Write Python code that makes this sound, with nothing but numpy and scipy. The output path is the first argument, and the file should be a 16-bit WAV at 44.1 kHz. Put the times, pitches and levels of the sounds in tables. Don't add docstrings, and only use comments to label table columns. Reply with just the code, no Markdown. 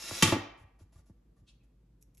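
import sys
import numpy as np
from scipy import signal
from scipy.fft import rfft, irfft
from scipy.io import wavfile

SR = 44100
rng = np.random.default_rng(int(sys.argv[2]) if len(sys.argv) > 2 else 0)


def store_wav(level_fs):
    pcm = np.round(np.clip(np.atleast_2d(level_fs), -1, 1) * 32767)
    wavfile.write(sys.argv[1], SR, pcm.T.astype(np.int16))


def undo_db(level):
    steps = np.asarray(level, float) / 20
    return 10 ** steps


N = 97020

# t/s, level/dB
SLIDE_PRESSURE = [(0, -46.5), (.025, -47), (.085, -42.5), (.11, -43), (.16, -41), (.21, -41.5),
                  (0.324, -42), (.35, -59.5)]
# f/Hz, level/dB
SLIDE_COLOUR = [(88, -40), (150, -5), (664, -12.5), (743, -10.5), (2390, -8), (5370, -7), (9260, -16.5),
                (11000, -7.5), (13500, -26)]
# f/Hz, width/Hz, level/dB
SLIDE_PEAKS = [(745, 25, -5), (1400, 28, -4.5), (2760, 60, 1), (3955, 70, 7), (5230, 60, 2), (5540, 90, 4),
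               (5800, 80, 0.5), (6310, 80, 1), (6870, 170, 2), (8080, 100, -2)]

# t/s, level/dB, rattle decay/s, tilt/(dB/octave)
STRIKES = [
    (0.2232, -16.5, 0.0095, 0.5),
    (0.2277, -17.5, 0.0038, 0.5),
    (0.2319, -22, 0.0055, -3.5),
    (0.241, -26.5, 0.028, -2),
    (0.272, -28.5, 0.03, -3.5),
    (0.3216, -23, 0.006, -6),
    (0.334, -26, 0.022, -9),
    (0.36, -35, 0.021, -9),
]
STRIKE_RING_DB = [2, -5, -4, -7.5, -3, 2, -8.5, -3.5]
# f/Hz, level/dB
RATTLE_COLOUR = [(180, -19.5), (300, -6.5), (650, -21.5), (1200, -14.5), (1600, -15), (3100, -9),
                 (4070, -12), (10700, -16), (14100, -34.5)]
# f/Hz, level/dB, t60/s
POT_MODES = [(287, -2, 0.12), (870, -9, 0.16), (963, -11, 0.1), (1162, -2, 0.14), (1299, -5, 0.11),
             (1877, -5, .12), (2059, -6, 0.1), (2314, -9, 0.14), (2404, -6, 0.16), (2676, -4, 0.12),
             (3098, -2, .08), (3542, -7, .07), (4743, -9, 0.07), (5611, -9, 0.07)]
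# t/s, level/dB
TAPS = [
    (.812, -73),
    (.957, -63.5),
    (1.097, -72),
    (1.364, -70),
]
# f/Hz, level/dB, t60/s
TAP_MODES = [(330, -10, .08), (760, -8, .1), (1170, 0, .2), (1195, -10, .1), (1790, -8, .1),
             (1880, -10, .1)]

# t/s, level/dB, start f/Hz, end f/Hz, length/s
THUMPS = [(0.1092, -36.5, 1923, 200, 0.013), (0.117, -41.5, 160, 100, 0.02),
          (.2245, -31.5, 610, 330, 0.011), (0.228, -18, 317, 146.3, 0.016),
          (.232, -30.5, 110.7, 99.82, 0.061), (0.246, -33, 400, 285, 0.02), (.272, -29.5, 400, 170, 0.012),
          (.2835, -24, 300, 140, .01), (0.3228, -22.5, 1505, 250, 0.007), (0.327, -27, 129.2, 106.3, 0.022),
          (0.333, -28, 599, 201.3, 0.0067), (0.345, -28, 501, 260, 0.0069), (0.366, -30, 503, 224, 0.014),
          (0.383, -40.5, 138.9, 103, 0.033), (.612, -54, 150, 91, 0.022), (.638, -50, 120.3, 91, 0.019),
          (0.808, -60, 500, 249.5, 0.011), (0.818, -49.5, 121, 89, 0.025), (0.96, -50, 131.9, 82.2, 0.016),
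          (0.986, -53, 120, 85.1, 0.018), (1.098, -50.5, 391, 170, 0.014), (1.107, -50, 151, 86.3, 0.012),
          (1.421, -55.5, 120.5, 90, 0.014)]
# f/Hz, level/dB, t60/s
COUNTER_MODES = [(90, 1.5, 0.2), (104, 4.5, 0.27), (165, -5.5, .12), (209, -3.5, 0.22), (279, -5, 0.25),
                 (335.8, -2.5, 0.2), (401, -5, 0.2), (494, -5.5, 0.2), (584.6, -1, 0.21), (774, -6.5, 0.7),
                 (984, -5.5, .2), (1671, -6.5, 0.23)]

# t/s, length/s, level/dB, tilt/(dB/octave)
RUSTLES = [(0.572, 0.05, -76, 0), (1.36, 0.04, -85, 0), (0.786, 0.037, -72.5, -1), (.92, 0.079, -73, -1),
           (1.055, 0.037, -78.5, 0.7), (1.63, .012, -84, 0), (2.008, 0.012, -72, 9), (2.14, .02, -80, 8),
           (2.171, .012, -70, 6)]
# f/Hz, level/dB
RUSTLE_COLOUR = [(600, -1), (1000, -6.5), (1900, -11.5), (3000, -14), (7500, -10.5), (8950, -21.5),
                 (10700, -5.5), (13000, -27)]
# f/Hz, level/dB
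DRAG_COLOUR = [(1300, -24.5), (2200, -19.5), (2700, 6.5), (3300, 13), (5000, -0.5), (7800, -8),
               (10700, -6.5), (13000, -32)]
# f/Hz, width/Hz, level/dB
DRAG_PEAKS = [(2611, 50, 3.5), (3170, 52, 6), (3434, 65, 6), (4020, 67, -4), (4405, 91, 5), (5160, 74, -3),
              (6160, 120, 1), (7390, 150, -11)]
# t/s, length/s, f/Hz, width/Hz, level/dB
SQUEAK = (1.59, .065, 2540, 130, -85)

# t/s, level/dB
CREAKS = [(2.0258, -49), (2.0266, -54), (2.028, -58), (2.0305, -63), (2.144, -70), (2.1488, -57),
          (2.1497, -62), (2.152, -62), (2.1725, -54), (2.1735, -56), (2.1762, -59), (2.178, -60),
          (2.1793, -49), (2.182, -60), (2.193, -63)]
# f/Hz, level/dB, t60/s
BEAN_MODES = [(2560, -2, .012), (4130, -6, 0.0053), (5760, 2, 0.0067), (6580, 1, 0.0057), (8080, 0, 0.0067),
              (10400, 1, 0.0046), (11364, 3, 0.016)]
# f/Hz, level/dB
BEAN_COLOUR = [(2300, -5), (3000, -3), (4200, -8), (5500, 0), (12000, 3), (14000, -8)]

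# f/Hz, level/dB
ROOM_SEND = [(60, -18), (200, -13), (400, -6), (700, 0), (15000, 0)]
# f/Hz, t60/s
ROOM_T60 = [(100, .5), (300, 0.56), (1000, 0.64), (2200, 0.66), (3500, 0.5), (6000, .42), (9000, 0.22),
            (12000, .3)]
# f/Hz, side re mid/dB
NEAR_SIDE = [(60, -45.5), (110, -47.5), (200, -37.5), (370, -20.5), (670, -11), (1220, -19.5), (2230, -12),
             (4080, -4.5), (7450, -6.5), (13600, -6.5)]
# f/Hz, side re mid/dB
FAR_SIDE = [(60, -28.5), (110, -29.5), (200, -24), (370, -9.5), (670, 0.5), (1220, -8), (2230, -6.5),
            (4080, -1), (7450, -3.5), (13600, -5.5)]
# f/Hz, level/dB
AIR_COLOUR = [(44, -47), (75, -14), (124, -5), (234, -10.5), (370, -15.5), (404, -26.5), (432, -18.5),
              (640, -29.5), (14000, -56)]
# f/Hz, level/dB
HUM_LINES = [(42.2, -75), (51.1, -65.5), (58.9, -72), (118.4, -78), (161.5, -80)]


def read(points, hz):
    f, value = np.transpose(points)
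    return np.interp(np.log(hz + 1), np.log(f + 1), value)


def evened(x):
    return x / np.sqrt(np.mean(x ** 2) + 1e-20)


def peaked(x):
    return x / abs(x).max()


def add(mix, start_s, sound):
    part = mix[round(start_s * SR):][:len(sound)]
    part += sound[:len(part)]


def colour(x, points, tilt_db=0.):
    hz = np.abs(np.fft.fftfreq(4096, 1 / SR))
    edge_db = -24 * np.maximum(np.log2(points[0][0] / (hz + 1)), 0) - 60 * (hz > 15600)
    gain_db = read(points, hz) + edge_db + tilt_db * np.log2((hz + 100) / 3000)
    log_gain = np.log(undo_db(gain_db))
    taps = np.fft.ifft(np.exp(np.conj(signal.hilbert(log_gain)))).real[:2048]
    return signal.oaconvolve(x, taps)[:len(x)]


def ring(x, modes):
    t = np.arange(SR // 2) / SR
    body = sum(undo_db(db - 60 * t / t60) * np.sin(2 * np.pi * hz * t) for hz, db, t60 in modes)
    return signal.oaconvolve(x, body)[:len(x)]


def grit(size, per_s, spread_db):
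    hit, sign, strength = rng.random(size), rng.standard_normal(size), rng.exponential(1, size)
    return (hit < per_s / SR) * sign * undo_db(spread_db * np.minimum(strength, 5))


def rub(size, points, peaks, ring_db, per_s, spread_db):
    g = grit(size, per_s, spread_db)
    modes = [(hz, db + 10 * np.log10(width), 2.8 / width) for hz, width, db in peaks]
    surface = evened(colour(g, points))
    return evened(surface + undo_db(ring_db) * evened(ring(g, modes)))


def slide():
    s, db = np.transpose(SLIDE_PRESSURE)
    t = np.arange(N) / SR
    level_db = np.interp(t, s, db) - 600 * np.maximum(t - s[-1], 0)
    return undo_db(level_db) * rub(N, SLIDE_COLOUR, SLIDE_PEAKS, ring_db=-4.5, per_s=8300, spread_db=2)


def pot():
    damped_t60_s, ring_level_db = .17, 1.5
    out, t = np.zeros(N), np.arange(SR // 2) / SR
    damped = [(hz, db, min(t60, damped_t60_s)) for hz, db, t60 in POT_MODES]
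    for (s, db, length_s, tilt_db), ring_db in zip(STRIKES, STRIKE_RING_DB):
        shape = np.minimum(t / 0.0015, 1) * np.exp(-t / length_s)
        rattle = shape * evened(colour(grit(len(t), 9000, 2), RATTLE_COLOUR, tilt_db))
        blow = colour(1. * (t == 0), [(200, 0.00039), (6000, 0.0032)], tilt_db)
        late = rng.integers(0, 90, len(damped))
        steel = sum(np.roll(ring(blow, [mode]), lag) for mode, lag in zip(damped, late))
        add(out, s, undo_db(db) * (rattle + undo_db(ring_level_db + ring_db) * peaked(steel)))
    return out


def taps():
    out, rise_s = np.zeros(N), .01
    tap = ring(np.r_[signal.windows.hann(20), np.zeros(9000)], TAP_MODES)
    tap = peaked(tap * np.minimum(np.arange(len(tap)) / SR / rise_s, 1))
    for s, db in TAPS:
        add(out, s, undo_db(db) * tap)
    return out


def thumps():
    sweep_s, board_db = .0028, -13
    out, t = np.zeros(N), np.arange(SR // 3) / SR
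    detune = rng.uniform(0.5, 1, (len(THUMPS), len(COUNTER_MODES)))
    for (s, db, top_hz, low_hz, length_s), twist in zip(THUMPS, detune):
        hz = low_hz + (top_hz - low_hz) * np.exp(-t / sweep_s)
        shape = np.minimum(t / 0.0006, 1) * np.exp(-(t / length_s) ** 3)
        thud = -shape * np.sin(2 * np.pi * np.cumsum(hz) / SR)
        modes = [(f * (1 + 0.0084 * u), d, t60) for (f, d, t60), u in zip(COUNTER_MODES, twist)]
        add(out, s, undo_db(db) * (thud + undo_db(board_db) * peaked(ring(thud, modes))))
    return out


def rustles():
    out, t = np.zeros(N), np.arange(SR // 3) / SR
    for s, length_s, db, tilt_db in RUSTLES:
        shape = np.clip(np.minimum(t / 0.0067, (length_s - t) / 0.023 + 1), 0, 1)
        brush = colour(grit(len(t), 14000, 2.5), RUSTLE_COLOUR, tilt_db)
        add(out, s, undo_db(db) * shape * evened(brush))
    return out


def drag():
    start_s, rise_s, t60_s, level_db = 1.452, .032, .17, -63
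    out, t = np.zeros(N), np.arange(SR // 3) / SR
    shape = np.minimum(t / rise_s, 1) ** 3 * undo_db(-60 * np.maximum(t - rise_s, 0) / t60_s)
    friction = rub(len(t), DRAG_COLOUR, DRAG_PEAKS, ring_db=-4, per_s=18000, spread_db=1.5)
    add(out, start_s, undo_db(level_db) * shape * friction)
    return out


def squeak():
    out, t = np.zeros(N), np.arange(SR // 3) / SR
    s, length_s, hz, width_hz, db = SQUEAK
    tone = evened(ring(grit(len(t), 3800, 1.5), [(hz, 0, 2.9 / width_hz)]))
    shape = np.sqrt(np.sin(np.pi * np.minimum(t / length_s, 1)).clip(0))
    add(out, s, undo_db(db) * shape * tone)
    return out


def creaks():
    bean_t60_s, snap_db = .0045, 19
    out = np.zeros(N)
    modes = [(hz, db, min(t60, bean_t60_s)) for hz, db, t60 in BEAN_MODES]
    for (s, db), twist in zip(CREAKS, rng.standard_normal((len(CREAKS), 30))):
        snap = np.r_[twist * np.hanning(30), np.zeros(2000)]
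        creak = colour(ring(snap, modes) + undo_db(snap_db) * snap / 10, BEAN_COLOUR)
        add(out, s - .0004, undo_db(db) * peaked(creak))
    return out


def pair(mid, other, side_db):
    hz = np.fft.rfftfreq(len(mid), 1 / SR)
    side = irfft(rfft(other) * undo_db(read(side_db, hz)), len(mid))
    return np.array([mid + side, mid - side])


def room(x):
    wet_db, early_db = -9.5, -6
    sparse = np.zeros((2, SR))
    at = np.arange(200, SR - 20, 20) + rng.integers(0, 20, (2, (SR - 201) // 20))
    np.put_along_axis(sparse, at, rng.choice([-1., 1.], at.shape), 1)
    hz, t, z = signal.stft(sparse, SR, nperseg=512)
    decay = undo_db(-60 * t / read(ROOM_T60, hz)[:, None])
    tail = signal.istft(z * decay, SR, nperseg=512)[1][:, :SR]
    tail = undo_db(wet_db) * pair(*tail, FAR_SIDE) / np.linalg.norm(tail[0])
    near = np.zeros((2, SR))
    signs = np.tile([-1., 1.], (2, 3)) / np.sqrt(6)
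    np.put_along_axis(near, rng.integers(60, 400, (2, 6)), signs, 1)
    early = pair(undo_db(early_db) * near[0], near[1], NEAR_SIDE)
    return signal.fftconvolve(x[None], tail + early, axes=1)[:, :N]


def hum():
    t = np.arange(N) / SR - 1.42
    return sum(np.sqrt(2) * undo_db(db) * np.cos(2 * np.pi * f * t) for f, db in HUM_LINES)


def air():
    tone_db, hiss_db = -70.5, -89
    hz = np.fft.rfftfreq(N, 1 / SR)
    gain = undo_db(read(AIR_COLOUR, hz)) * (hz > 30)
    a, b = irfft(rfft(rng.standard_normal((2, N))) * gain, N)
    hiss = undo_db(hiss_db) * rng.standard_normal((2, N))
    return undo_db(tone_db) * evened(pair(a, b, FAR_SIDE)) + hiss


def scene():
    near = slide() + pot() + taps() + thumps() + rustles() + drag() + squeak()
    bean = creaks()
    sent = near + undo_db(-7) * bean
    return near + bean + room(colour(sent, ROOM_SEND)) + hum() + air()


def low_pass(x):
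    return signal.sosfilt(signal.butter(12, 14210, fs=SR, output="sos"), x)


def record(dry):
    notch_hz, notch_width_hz, notch_db = 9100, 490, -5.5
    top_hz, top_db_per_khz = 13100, -12.5
    hz = np.fft.rfftfreq(N, 1 / SR)
    dip_db = notch_db * np.exp(-((hz - notch_hz) / notch_width_hz) ** 2)
    top_db = top_db_per_khz * np.maximum(hz - top_hz, 0) / 1000
    mix = irfft(rfft(dry) * undo_db(dip_db + top_db), N)
    return low_pass(mix)


dry = scene()
out = record(dry)
store_wav(out)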